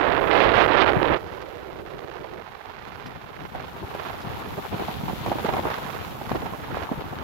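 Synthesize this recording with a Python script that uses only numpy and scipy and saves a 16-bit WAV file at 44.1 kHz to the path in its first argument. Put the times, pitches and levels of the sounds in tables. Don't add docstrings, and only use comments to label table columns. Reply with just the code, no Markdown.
import sys
import numpy as np
from scipy import signal
from scipy.fft import rfft, irfft, next_fast_len
from scipy.io import wavfile
from scipy.ndimage import uniform_filter1d

SR = 44100
rng = np.random.default_rng(int(sys.argv[2]) if len(sys.argv) > 2 else 0)


def master_out(mix):
    frames = np.transpose(np.atleast_2d(mix))
    ceiling = np.clip(frames, -1, 1)
    pcm = np.round(ceiling * 32767).astype(np.int16)
    wavfile.write(sys.argv[1], SR, pcm)


N = 319014
TIME = np.arange(N) / SR
GUST_END_S, GUST_RELEASE_S = 1.165, 0.012

# [f/Hz, level/dB]
BUFFET_SPECTRUM = [(60, -32), (250, -8), (420, -3), (580, -5.5), (780, 1.5), (1000, -3), (1400, -12.5),
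                   (2500, -18), (6000, -64)]
# [f/Hz, level/dB]
DROP_SPECTRUM = [(500, -36), (2000, 11), (5000, 12), (8600, -11), (11500, 0), (15800, -17)]


def undb(db):
    return 10 ** (np.asarray(db) / 20)


def port_gains(db, pan_db):
    return undb(db + np.array([[pan_db], [-pan_db]]) / 2)


def unit(x):
    return x / np.sqrt(np.mean(x ** 2))


def even(x, span_s):
    power = uniform_filter1d(x ** 2, max(int(span_s * SR), 2))
    return x / np.sqrt(power + 1e-6)


def colour(x, points, ring=0):
    hz, db = np.transpose(points)
    size = next_fast_len(N)
    f = np.maximum(np.abs(np.fft.fftfreq(size, 1 / SR)), 1)
    gain = undb(np.interp(np.log(f), np.log(hz), db))
    log_gain = signal.hilbert(np.log(gain))[:size // 2 + 1]
    response = np.exp(log_gain.real - 1j * ring * log_gain.imag)
    return unit(irfft(rfft(x - x.mean(), size) * response, size)[:N])


def walk(rate):
    k = max(int(SR / rate), 2)
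    levels = np.clip(rng.standard_normal(N // k + 2), -2, 2)
    steps = np.repeat(levels, k)[rng.integers(k):]
    return unit(uniform_filter1d(steps, k)[:N])


def flicker(rate, depth_db):
    return unit(undb(depth_db * walk(rate)))


def curve(table):
    return np.interp(TIME, *np.transpose(table))


def ramp(start_s, length_s):
    return np.clip((TIME - start_s) / length_s, 0, 1)


def swells(rows, squareness):
    grid = TIME[::SR // 1000]
    db = sum(db / (1 + np.abs(2 * (grid - s) / length) ** (2 * squareness)) for s, length, db in rows)
    return np.interp(TIME, grid, db)


def vortices(rate, core_ms, core_spread, spread_db):
    count = int(rate * N / SR)
    at = rng.integers(0, N, count)
    size, core = np.clip(rng.standard_normal((count, 2)), -2.2, 2.2).T
    taps = np.arange(-128, 129)
    radius = SR / 1000 * np.broadcast_to(core_ms, N)[at] * np.exp(core_spread * core)
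    bells = np.hanning(len(taps)) / (1 + (taps / radius[:, None]) ** 2)
    dips = -undb(spread_db * size)[:, None] * bells
    return np.bincount(((at[:, None] + taps) % N).ravel(), dips.ravel(), N)


def bubbles(rate, spread_db):
    count = int(rate * N / SR)
    size = undb(spread_db * np.minimum(rng.exponential(size=count), 5)) * rng.standard_normal(count)
    return np.bincount(rng.integers(0, N, count), size, N)


def swing(turns, cycles, phases):
    return -np.cos(2 * np.pi * turns + phases[:, None]) * np.exp(-(turns / cycles) ** 2)


def surf(wind_db, roar_right_db=-2, foam_right_db=-2.5, wind_hiss_left_db=-26, wind_hiss_right_db=-37):
    # [t/s, breaker roar level/dB, froth crackle level/dB, foam hiss level/dB]
    wave = [(1.2, -54.5, -57, -60), (2.4, -55, -58.5, -64), (3.25, -52, -55.5, -63),
            (3.6, -46.5, -53.5, -58.5), (4.0, -43, -49, -53.5), (4.5, -40, -47, -52),
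            (4.85, -40, -42.5, -49), (5.5, -37, -41.5, -47), (6.2, -41, -48, -50.5),
            (7.2, -41.5, -50.5, -55.5)]
    # [f/Hz, level/dB]
    roar_spectrum = [(40, -15), (200, -10.5), (500, 0), (850, 9), (1300, 5), (2000, -6.5), (3700, -14),
                     (7000, -46)]
    froth_spectrum = [(700, -12), (1600, -1), (2600, 1), (3500, 0.5), (4200, -3.5), (5000, -11),
                      (7000, -26.5), (8600, -49)]
    foam_spectrum = [(1500, -30), (5000, -0.5), (7200, -2), (8600, -9), (10000, -4.5), (11200, 0.5),
                     (13500, 3), (15800, -4.5)]
    s, *columns = np.transpose(wave)
    roar, froth, foam = (undb(np.interp(TIME, s, c)) for c in columns)
    left = (0, 0, wind_hiss_left_db)
    right = (roar_right_db, foam_right_db, wind_hiss_right_db)
    out = []
    for roar_db, foam_db, hiss_db in (left, right):
        body = colour(bubbles(rate=14000, spread_db=3.5), roar_spectrum) * flicker(rate=24, depth_db=2.9)
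        crackle = colour(bubbles(rate=5000, spread_db=3.0), froth_spectrum) * flicker(rate=27, depth_db=1.8)
        fizz = colour(bubbles(rate=18000, spread_db=0.5), foam_spectrum) * flicker(rate=33, depth_db=1.2)
        breaker = undb(roar_db) * (roar * body + froth * crackle)
        hiss = np.hypot(foam * undb(foam_db), undb(wind_db + hiss_db))
        out.append(breaker + hiss * fizz)
    return np.array(out)


def mist():
    return colour(bubbles(rate=50, spread_db=4), DROP_SPECTRUM, ring=1)


def spray(mist_db=-68, tick_s=0.011):
    # [t/s, level/dB, left minus right/dB]
    clear_drops = [(1.416, -46, -16), (3.065, -40, 5), (4.215, -39, 5)]
    grain = colour(rng.standard_normal(N), DROP_SPECTRUM) / 2
    out = np.zeros((2, N))
    for s, db, pan_db in clear_drops:
        near = slice(int(s * SR), int(s * SR) + SR // 50)
        tick = grain[near] * np.exp((s - TIME[near]) / tick_s)
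        out[:, near] += tick * port_gains(db, pan_db)
    out[1] += undb(mist_db) * mist()
    return out


def pressure(head_on, deep_hz=47, deep_loss_db=16):
    # [f/Hz, level/dB]
    rumble_spectrum = [(15, -28), (30, -2.5), (60, 0), (90, 1), (130, 0), (170, -2), (250, -5), (400, -9),
                       (600, -22.5), (1000, -39), (2000, -67), (5000, -79)]
    swings = colour(rng.standard_normal(N), rumble_spectrum)
    upper = signal.sosfiltfilt(signal.butter(2, deep_hz, "high", fs=SR, output="sos"), swings)
    return upper + (swings - upper) * undb(-deep_loss_db * head_on)


def rumble(wind_db, head_on, left_db=5, right_db=4.0, lift_off_db=-37.0, lift_off_slope=1.0, full_db=-39):
    left = undb(wind_db + left_db) * pressure(head_on) * flicker(rate=45, depth_db=3.0)
    lumps = unit(1 + np.tanh(2.2 * walk(30)))
    reach_db = np.minimum(wind_db, full_db) - lift_off_slope * np.maximum(lift_off_db - wind_db, 0)
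    right = undb(reach_db + right_db) * pressure(head_on) * lumps
    return np.array([left, right])


def knocks(cycles=0.68, phase_spread=1.34, level_db=-1):
    # [t/s, level before level_db/dB, pitch f/Hz, left minus right/dB]
    slow_eddies = [(0.97, -16, 132, 15.5), (3.563, -29, 92, 1), (3.845, -29, 100, 5), (4.274, -23, 159, 8),
                   (4.58, -23.5, 171, 0), (4.746, -20, 150, -2), (4.892, -22, 181, -1),
                   (5.038, -20, 192, 2), (5.137, -23.5, 204, -11), (5.453, -18, 241, 4),
                   (5.492, -20, 110, 1), (5.625, -30, 170, -3), (5.67, -23.5, 233, -5),
                   (5.856, -25, 190, 2), (6.317, -17.5, 226, 7), (6.335, -23, 131, -2),
                   (6.435, -25, 188, -5), (6.527, -31, 170, 17), (6.727, -23.5, 178, 2),
                   (6.918, -14.5, 223, -1), (6.979, -25.5, 151, -6), (7.119, -29, 130, 8)]
    out = np.zeros((2, N))
    chances = rng.standard_normal((len(slow_eddies), 2))
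    for (s, db, pitch_hz, pan_db), chance in zip(slow_eddies, chances):
        near = slice(int(s * SR) - SR // 20, int(s * SR) + SR // 20)
        knock = swing((TIME[near] - s) * pitch_hz, cycles, phase_spread * chance)
        out[:, near] += knock * port_gains(level_db + db, pan_db)
    return out


def thumps(body_hz=190, body_db=-16, wake_s=0.016, phase_spread=0.61, level_db=0.0):
    # [t/s, level/dB, pitch f/Hz, length/cycles, wake relative to level/dB, left minus right/dB]
    large_eddies = [(2.018, -37, 450, 1, -6, -16), (2.246, -34.5, 570, 1.7, -8, -16),
                    (2.385, -39, 500, 1, -3, -16), (3.551, -24.5, 606, 0.5, -5.5, -8),
                    (3.8, -32, 600, 0.72, -14, -2), (3.951, -19.5, 645, 0.75, -12, -1),
                    (4.25, -28, 850, 1.4, -18, -9), (4.578, -28, 600, 0.69, -4, -4),
                    (4.797, -23, 690, 1.1, -3.5, -1), (4.836, -26, 990, 1.7, -10, -2),
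                    (4.884, -25, 845, 1.3, -3.5, -10), (5.083, -20, 890, 1.3, -9.5, -3),
                    (5.099, -23, 850, 1.3, -16, -8), (5.263, -20.5, 675, 1.2, -4.5, -9),
                    (5.318, -11, 700, 1.0, -12.5, -5), (5.385, -26, 616, 0.81, -1, -6),
                    (5.448, -19.5, 465, 1.6, -4.5, -7), (5.459, -23, 655, 2.4, -14, 1),
                    (5.488, -18.5, 623, 0.64, -6, -6), (5.493, -17.5, 870, 1.3, -18, -13),
                    (5.537, -20.5, 886, 0.8, -2, -4), (5.569, -15, 750, 1.2, -10, -1),
                    (5.582, -22.5, 850, 1.1, -7, -6), (5.595, -16, 720, 0.69, -27, 12),
                    (5.653, -18, 840, 1.1, -5.5, -2), (5.669, -21.5, 402, 0.92, -7, -1),
                    (5.703, -26.5, 650, 0.89, -4, -3), (6.215, -25, 750, 1.4, -11, -2),
                    (6.317, -12.5, 810, 0.63, -15.5, 1.5), (6.348, -21.5, 650, 0.65, -15, 2),
                    (6.423, -24, 700, 0.82, -7, 1), (6.461, -25, 750, 2.4, -5, -7),
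                    (6.536, -27.5, 990, 1.1, -5, -12), (6.686, -29.5, 930, 1.2, -17, -10),
                    (6.746, -19.5, 1060, 0.51, -24, -11), (6.771, -20.5, 680, 0.81, -6, -3),
                    (6.892, -23, 900, 1.5, -25, -9), (6.921, -26, 556, 1.3, -3.5, -4),
                    (7.042, -26.5, 880, 1.1, -13, -1)]
    out = np.zeros((2, N))
    wakes = np.array([colour(rng.standard_normal(N), BUFFET_SPECTRUM) for _ in range(2)])
    chances = rng.standard_normal((len(large_eddies), 2))
    for (s, db, pitch_hz, cycles, wake_db, pan_db), chance in zip(large_eddies, chances):
        near = slice(int(s * SR) - SR // 100, int(s * SR) + SR // 10)
        t = TIME[near] - s
        quick = swing(t * pitch_hz, cycles, phase_spread * chance)
        slow = swing(t * body_hz, 0.52, chance)
        wake = (t > 0) * np.exp(-np.abs(t) / wake_s) * wakes[:, near]
        thump = quick + undb(body_db) * slow + undb(wake_db) * wake
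        out[:, near] += thump * port_gains(level_db + db, pan_db)
    return out


def buffeting(wind_db, left_db=-1, right_db=1):
    bursts = even(flicker(rate=80, depth_db=5.5), 0.13)
    ports = []
    for _ in range(2):
        whirls = vortices(rate=1500, core_ms=0.19, core_spread=0.61, spread_db=6.5)
        ports.append(colour(whirls, BUFFET_SPECTRUM, ring=0.53))
    return np.array(ports) * undb(wind_db) * bursts * undb([[left_db], [right_db]])


def hollow(start_db=-36, sag_db_per_s=1.5, end_s=2.414, release_s=0.022, hold_s=0.11):
    # [f/Hz, level/dB]
    hollow_spectrum = [(180, -31), (260, -16), (330, 3), (450, 2), (600, -1.5), (900, -17), (2000, -53)]
    level = undb(start_db - sag_db_per_s * (TIME - GUST_END_S))
    held = ramp(GUST_END_S, GUST_RELEASE_S) - ramp(end_s, release_s)
    note = colour(rng.standard_normal(N), hollow_spectrum) * flicker(rate=44, depth_db=2.0)
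    return level * held * even(note, hold_s)


def snaps(trail_ms=4.1, trail_db=-17, level_db=1):
    # [t/s, level relative to one another/dB]
    tight_whirls = [(2.243, -23.5), (3.996, -21), (4.205, -22), (5.464, -14.5), (5.468, -13), (5.490, -13),
                    (5.527, -22), (5.538, -15), (5.703, -14), (5.717, -19), (5.742, -12), (5.751, -20),
                    (5.835, -25), (5.902, -15), (5.968, -32), (6.049, -18.5), (6.294, -14), (6.304, -17.5),
                    (6.358, -16), (6.834, -16), (7.008, -19), (7.187, -17)]
    # [f/Hz, level/dB]
    snap_spectrum = [(150, -20), (500, -7), (900, 8), (2000, -1), (4000, -10), (6000, -18.5), (8500, -43)]
    out = np.zeros(N)
    t = TIME[:SR // 50]
    for (s, db), air in zip(tight_whirls, rng.standard_normal((len(tight_whirls), len(t)))):
        trail = undb(trail_db) * air * np.exp(-1000 * t / trail_ms)
        dip = trail - (t == 0)
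        out[int(s * SR):][:len(t)] += undb(db) * dip
    shaped = colour(out, snap_spectrum, ring=0.4)
    return shaped / np.abs(shaped).max() * undb(level_db + max(db for _, db in tight_whirls))


def flutter(sideways_db, level_db=-38.0, afterblow_db=4, settle_s=0.085, hold_s=0.07):
    # [f/Hz, level/dB]
    flutter_spectrum = [(40, -69), (250, -25), (420, -4), (580, -8), (780, -1), (1300, -1), (2200, -2),
                        (4000, -3), (6500, -7.5), (8500, -15), (15000, -21)]
    whirls = vortices(rate=1400, core_ms=0.12, core_spread=0.47, spread_db=2.0)
    crackle = colour(whirls, flutter_spectrum, ring=0.38) * flicker(rate=130, depth_db=2.0)
    patter = even(crackle, hold_s)
    settling_db = afterblow_db * np.exp(-np.maximum(TIME - GUST_END_S, 0) / settle_s)
    return undb(level_db + settling_db + sideways_db) * patter


def gust(blowing, sideways_db, lull_db, lull_dulling=1.0, port_hz=5700):
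    # [f/Hz, level/dB]
    gust_spectrum = [(30, -39), (120, -21), (220, -14), (310, -3), (420, 0), (800, 1), (2000, 2), (3600, 1),
                     (5000, -5.5), (6500, -14), (8500, -5)]
    base_db, ceiling = -16.5, 1.02
    base_core_ms, core_halving_db = 0.16, 7.5
    level = blowing * undb(base_db + sideways_db - lull_db)
    core_ms = base_core_ms / 2 ** ((sideways_db - lull_dulling * lull_db) / core_halving_db)
    whirls = vortices(rate=1400, core_ms=core_ms, core_spread=0.4, spread_db=1.5)
    tearing = even(colour(whirls, gust_spectrum, ring=0.21), 0.077)
    squashed = ceiling * np.tanh(level * tearing / ceiling)
    narrow_port = signal.butter(4, port_hz, fs=SR, output="sos")
    return signal.sosfilt(narrow_port, squashed)


def scene(lull_share=0.3, rumble_share=0.39, hiss_share=1.0, head_on_rumble_db=0.5):
    # [t/s, level/dB]
    wind = [(1.2, -46), (1.5, -48), (2.0, -47.5), (2.6, -51.5), (3.3, -46.5), (4.2, -42.5), (4.8, -39.5),
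            (5.6, -39.5), (6.15, -42.5), (6.9, -41), (7.2, -40.5)]
    # [t/s, length/s, head-on rise/dB, sideways rise/dB]
    surges = [(0.255, 0.11, 9, -1), (0.408, .15, 5, 4), (0.322, 0.027, 0, 3.5), (0.401, 0.008, -6, 2),
              (0.605, 0.13, 9, 4.5), (0.607, 0.021, -5, 1.5), (0.804, 0.067, -3, 5.5),
              (0.735, 0.039, -7, 2.5), (0.885, 0.037, 9, 4), (0.932, 0.0093, 8, 4), (0.978, 0.097, 5, -2.5),
              (1.03, 0.0048, -2, 8), (1.354, 0.15, 1, 3), (2.14, 0.1, 0, 3), (2.687, 0.031, 5, 3),
              (2.975, 0.28, 7.5, 1.5), (3.434, 0.062, 8, 2.5), (3.605, 0.1, 2.5, 4),
              (3.835, 0.038, 7.5, -6), (4.046, 0.19, 0, 7.5), (4.317, 0.069, 3, 5), (4.584, 0.026, 6.5, -9),
              (4.672, 0.041, -2, 9.5), (4.78, 0.099, 7.5, 2.5), (5.313, 0.095, 6.5, -6),
              (5.477, 0.067, -11, 7.5), (5.624, 0.21, 7, 3), (5.731, 0.09, -5, 5.5),
              (5.905, 0.23, 0.5, 6.5), (6.344, 0.085, 11, 5), (6.45, 0.049, 3, 5.5), (6.8, 0.16, 2, 7),
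              (6.963, 0.11, 6, -3)]
    # [t/s, length/s, depth/dB (negative: a rise)]
    lulls = [(0.094, 0.008, 2), (0.188, 0.0065, 2), (0.205, 0.0076, 7), (0.259, 0.021, 2),
             (0.298, 0.016, 2), (0.634, 0.0078, 2), (.672, 0.0063, 10.5), (.851, 0.008, 6), (0.91, 0.01, 3),
             (0.99, 0.022, 1), (1.038, 0.011, 3), (1.836, 0.028, 12), (3.25, 0.19, 1.5), (3.508, 0.071, 5),
             (3.73, 0.068, 4.5), (4.69, 0.039, 20), (5.19, 0.088, 3), (4.96, 0.054, 6), (6.15, 0.089, 9),
             (5.36, 0.03, 2), (5.512, 0.016, 8), (5.614, 0.022, 8), (5.81, 0.04, 4.5), (6.26, 0.035, -2),
             (6.645, 0.025, -2.5), (6.88, 0.059, 6)]
    gust_rise_db = 10.5
    turn_start_s, turn_end_s = 2.77, 3.9
    blowing = 1 - ramp(GUST_END_S, GUST_RELEASE_S)
    head_on = ramp(turn_start_s, turn_end_s - turn_start_s)
    steady_db = curve(wind) + gust_rise_db * blowing
    surge_db = swells([(s, length, db) for s, length, db, _ in surges], squareness=8.9)
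    sideways_db = swells([(s, length, db) for s, length, _, db in surges], squareness=2.0)
    lull_db = swells(lulls, squareness=6.1)

    sea = surf(steady_db + hiss_share * surge_db) + spray()
    low = rumble(steady_db + rumble_share * surge_db + head_on_rumble_db * head_on, head_on)
    buffets = head_on * buffeting(steady_db + surge_db - lull_share * lull_db)
    eddies = buffets + knocks() + thumps()
    windward = gust(blowing, sideways_db, lull_db) + flutter(sideways_db - lull_db) + hollow() + snaps()
    return sea + low + eddies + np.array([np.zeros(N), windward])


def record(dry, top_hz=15800):
    return signal.sosfilt(signal.ellip(10, .2, 70, top_hz, fs=SR, output="sos"), dry)


dry = scene()
out = record(dry)
master_out(out)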